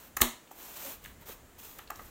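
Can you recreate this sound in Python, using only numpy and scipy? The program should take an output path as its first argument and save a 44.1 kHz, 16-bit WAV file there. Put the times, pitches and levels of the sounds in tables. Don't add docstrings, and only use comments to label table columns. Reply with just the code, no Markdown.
import sys
import numpy as np
from scipy import signal
from scipy.fft import rfft, irfft
from scipy.io import wavfile
from scipy.ndimage import uniform_filter1d

SR = 44100
rng = np.random.default_rng(int(sys.argv[2]) if len(sys.argv) > 2 else 0)


def makeup_ratio(level_db):
    decades = np.asarray(level_db, float) / 20
    return 10 ** decades


def to_wav(s):
    ch = np.atleast_2d(s).T
    pcm = np.round(np.clip(ch, -1, 1) * 32767)
    wavfile.write(sys.argv[1], SR, pcm.astype(np.int16))


N = 92610

# start_s, peak_s, end_s, hiss_db, shell drone_db (rms at the peak)
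STROKE_ROWS = [(-.1, 0, 0.11, -53.5, -59), (0.509, 0.51, .56, -56, -65), (0.536, 0.66, 0.87, -48.5, -55),
               (0.736, 0.88, 0.97, -42.5, -49), (1.012, 1.054, 1.15, -58, -59),
               (1.197, 1.222, 1.25, -61, -58), (1.255, 1.297, 1.354, -46.5, -51.5),
               (1.581, 1.596, 1.612, -48.5, -59), (1.588, 1.637, 1.809, -50, -59.5),
               (1.745, 1.78, 1.873, -59, -58.5), (1.92, 2.05, 2.12, -56, -60.5)]
# pitch_hz, relative level_db per Hz
HISS_COLOUR = [(1500, -30.5), (2500, -7), (3500, -8.5), (4400, -16.5), (6800, -9), (10500, -14),
               (14700, -1.5), (16400, -16)]
# pitch_hz, relative level_db per Hz
DRONE_COLOUR = [(90, -26), (220, -7.5), (400, -3.5), (900, -2), (4000, -8), (6000, -53)]
# time_s, level_db (rms)
RUMBLE_LEVEL = [(0.0, -64.5), (0.18, -58.5), (0.34, -67), (0.45, -76), (0.6, -66.5), (0.95, -64),
                (1.07, -53.5), (1.23, -59), (1.43, -61), (1.69, -63), (1.88, -62), (2.1, -53)]
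# pitch_hz, relative level_db per Hz
RUMBLE_TONE = [(12, -21), (22, -2.5), (75, -4.5), (260, -19), (450, -43)]
# pitch_hz, relative level_db per Hz
AIR_COLOUR = [(60, -27), (100, -9), (255, -2), (500, -6.5), (1700, -12), (5200, -23), (7300, -16),
              (10000, -23.5), (16000, -19)]
# pitch_hz, t60_s
ROOM_DECAY = [(100, 0.34), (1000, 0.33), (5000, 0.37), (14000, 0.24)]
# start_s, crackle_db, knock_db (both nominal peaks),
# centre_hz of the knock, lead_s of the crackle
CLICK_ROWS = [(0.169, -21, -22.5, 1420, .004), (0.2047, -30, -22.5, 1300, 0.00058),
              (0.2169, -6.5, -11, 1970, 0.006), (0.2284, -23, -22, 795, 0.0052),
              (.473, -66, -51.5, 2800, 0.0012), (0.5124, -45, -37.5, 760, 0), (1.040, -44, -50, 2999, .002),
              (1.048, -43, -39.5, 2060, 0.0076), (1.0588, -41, -35.5, 1750, 0.0034),
              (1.294, -62, -35.5, 326, 0.0024), (1.789, -37.5, -35.5, 1640, 0.0052),
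              (1.874, -57, -45, 3730, 0), (1.9021, -32.5, -25.5, 1300, 0.0016),
              (1.915, -55, -33.5, 1000, 0.00023), (1.956, -45, -45.5, 6360, 0),
              (1.992, -59, -33.5, 1240, 0), (2.011, -62, -41.5, 347, 0.0013)]
# pitch_hz, relative level_db per Hz
CRACKLE_COLOUR = [(3000, -35), (4200, -10.5), (5100, -7.5), (7000, 2), (10000, -5.5), (13300, 1.5),
                  (15500, 1.5), (16500, -17)]
# pitch_hz, relative level_db
SHELL_MODES = [(240, -12.5), (357, -20), (520, -11.5), (642, -20), (850, -3), (1000, -6), (1200, 1.5),
               (1420, -6.5), (1660, -2), (2150, 0), (2400, 0), (2830, 3), (3700, 6), (4300, 5), (5400, 2.5),
               (6200, -4)]
# pitch_hz, level_db, t60_s
PANEL_MODES = [(240.2, -30, 0.29), (358, -36, 0.33), (635, -34.5, 0.26), (984, -40, 0.41)]
SQUEAK_HARMONICS = [-55, -52, -63]


def evened(x):
    return x / np.sqrt(np.mean(x ** 2) + 1e-20)


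def read(points, hz):
    f, value = np.transpose(points)
    return np.interp(np.log(hz + 1), np.log(f + 1), value)


def add(mix, start_s, sound):
    part = mix[round(start_s * SR):][:len(sound)]
    part += sound[:len(part)]


def colour(points, size=4096):
    half = np.maximum(read(points, np.fft.rfftfreq(size, 1 / SR)), -80) * np.log(10) / 20
    log_gain = np.concatenate([half, half[-2:0:-1]])
    return np.fft.ifft(np.exp(np.conj(signal.hilbert(log_gain)))).real[:size // 2]


def grains(size, per_s, spread_db):
    chance, side, rarity = rng.random((size, 3)).T
    size_db = spread_db * np.minimum(-np.log(rarity + 1e-9), 4)
    return (chance < per_s / SR) * np.sign(side - .5) * makeup_ratio(size_db)


def flicker(cutoff_hz):
    lowpass = signal.butter(2, cutoff_hz, fs=SR, output="sos")
    return evened(signal.sosfilt(lowpass, rng.standard_normal(N)))


def steady(points):
    hz = np.fft.rfftfreq(N, 1 / SR)
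    return evened(irfft(rfft(rng.standard_normal(N)) * makeup_ratio(read(points, hz)), N))


def slide():
    grains_per_s, spread_db, patchy_db, patchy_hz = 12000, 2.6, 1.3, 40.
    onset_bend, release_bend = 0.64, 0.94
    rub = [grains(N, grains_per_s, spread_db) * makeup_ratio(patchy_db * flicker(patchy_hz)) for hand in range(2)]
    hiss = evened(signal.oaconvolve(rub[0], colour(HISS_COLOUR))[:N])
    drone = evened(signal.oaconvolve(rub[0] + rub[1], colour(DRONE_COLOUR))[:N])
    t = np.arange(N) / SR
    start, peak, end, hiss_db, drone_db = np.transpose(STROKE_ROWS)[:, :, None]
    onset = np.sin(np.pi / 2 * np.clip((t - start) / (peak - start), 0, 1))
    release = np.sin(np.pi / 2 * np.clip((end - t) / (end - peak), 0, 1))
    power = (onset ** onset_bend * release ** release_bend) ** 2
    hiss_gain = np.sqrt((power * makeup_ratio(2 * hiss_db)).sum(0))
    drone_gain = np.sqrt((power * makeup_ratio(2 * drone_db)).sum(0))
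    return hiss_gain * hiss + drone_gain * drone


def rumble():
    time_s, level_db = np.transpose(RUMBLE_LEVEL)
    return makeup_ratio(np.interp(np.arange(N) / SR, time_s, level_db)) * steady(RUMBLE_TONE)


def air():
    return makeup_ratio(-58.5) * steady(AIR_COLOUR)


def room(x):
    level_db, gap_s, turns_per_s = -9, 0.0072, 60
    out = np.zeros(N)
    turn = np.arange(N) * turns_per_s / SR
    for k in range(3):
        taps = np.zeros(SR // 2)
        at = np.arange(round(gap_s * SR), SR // 2 - 20, 10)
        taps[at + rng.integers(0, 10, len(at))] = rng.choice([-1., 1.], len(at))
        hz, t, bands = signal.stft(taps, SR, nperseg=256)
        fading = bands * makeup_ratio(-60 * t / read(ROOM_DECAY, hz)[:, None])
        tail = signal.istft(fading, SR, nperseg=256)[1]
        share = np.sqrt(2 / 3) * np.cos(2 * np.pi * (turn + k / 3))
        out += signal.fftconvolve(x * share, tail / np.linalg.norm(tail))[:N]
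    return makeup_ratio(level_db) * out


def click(start_s, crackle_db, knock_db, centre_hz, lead_s):
    slips_per_s, slip_spread_db = 14000, 3.0
    push_s, rattle_db, rattle_s = .0045, -7.5, 0.0098
    mode_shift = .03
    narrow_db = 0.29
    lean = 1.5
    ring_cycles = 14
    t = np.arange(0, .15, 1 / SR)
    slips = grains(len(t), slips_per_s, slip_spread_db)

    u = t / (.0044 * (1.5 + .013 * crackle_db))
    crackle = signal.fftconvolve(slips * u ** 2 * np.exp(-u ** 2), colour(CRACKLE_COLOUR))[:len(t)]

    hz, db = np.transpose(SHELL_MODES)[:, :, None]
    hz = hz * (1 + mode_shift * rng.uniform(-1, 1, hz.shape))
    octaves = np.log2(hz / centre_hz)
    db = db + narrow_db * knock_db * octaves ** 2 * np.where(hz < centre_hz, lean, 1)
    modes = makeup_ratio(db - 60 * t * hz / ring_cycles) * np.sin(2 * np.pi * hz * t)
    ring = modes[::2].sum(0) - modes[1::2].sum(0)
    after = t - lead_s
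    rattle = makeup_ratio(rattle_db) * np.exp(-abs(after) / rattle_s)
    push = (after >= 0) * (np.exp(-(after / push_s) ** 2) + rattle)
    knock = signal.fftconvolve(slips * push, ring)[:len(t)]
    knock = signal.sosfilt(signal.butter(2, 170, "high", fs=SR, output="sos"), knock)

    head = round(.012 * SR)
    crackle = makeup_ratio(crackle_db) * crackle / np.std(crackle[:head])
    knock = makeup_ratio(knock_db) * knock / np.std(knock[:head])
    return start_s - lead_s, (crackle + knock) / 4


def thump():
    jolt_db, jolt_hz, jolt_t60_s, fall_s = -27.5, 103, 0.17, .02
    smear, swell_s = .09, 0.0054
    t = np.arange(0, .4, 1 / SR)
    turns = jolt_hz * fall_s * np.log(1 + t / fall_s)
    jolt = makeup_ratio(jolt_db - 60 * t / jolt_t60_s) * np.sin(2 * np.pi * turns)
    hz, db, t60 = np.transpose(PANEL_MODES)[:, :, None]
    sway = []
    for f in hz[:, 0]:
        noise = rng.standard_normal((2, len(t)))
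        sway.append(evened(uniform_filter1d(noise, round(SR / (smear * f)), axis=1)))
    a, b = np.transpose(sway, (1, 0, 2))
    wave = (a * np.sin(2 * np.pi * hz * t) + b * np.cos(2 * np.pi * hz * t)) / np.sqrt(2)
    ring = (makeup_ratio(db - 60 * t / t60) * wave).sum(0)
    return jolt + np.minimum(t / swell_s, 1) ** 2 * ring


def squeak():
    length_s, pitch_hz, sag_hz = 0.066, 274.7, 8.3
    t = np.arange(0, length_s, 1 / SR)
    u = t / length_s
    turns = np.cumsum(pitch_hz - sag_hz * u ** 3) / SR
    swells = [u ** .8, (1 - u) ** .4, u ** .8]
    tone = np.zeros(len(t))
    for k, db in enumerate(SQUEAK_HARMONICS):
        tone += makeup_ratio(db) * swells[k] * np.sin(2 * np.pi * (k + 1) * turns)
    return 2 * np.sin(np.pi * u) ** .6 * tone


def scene():
    near = slide()
    for row in np.array(CLICK_ROWS):
        add(near, *click(*row))
    add(near, .84, squeak())
    out = near + room(near) + rumble() + air()
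    add(out, .213, thump())
    return out[None]


def band_limit(x):
    return signal.sosfilt(signal.butter(12, 16810, fs=SR, output="sos"), x)


def record(dry):
    lowpass = signal.firwin(511, 15900, window=("kaiser", 9), fs=SR)
    mix = signal.oaconvolve(dry, lowpass[None], "same")
    return band_limit(mix)


dry = scene()
out = record(dry)
to_wav(out)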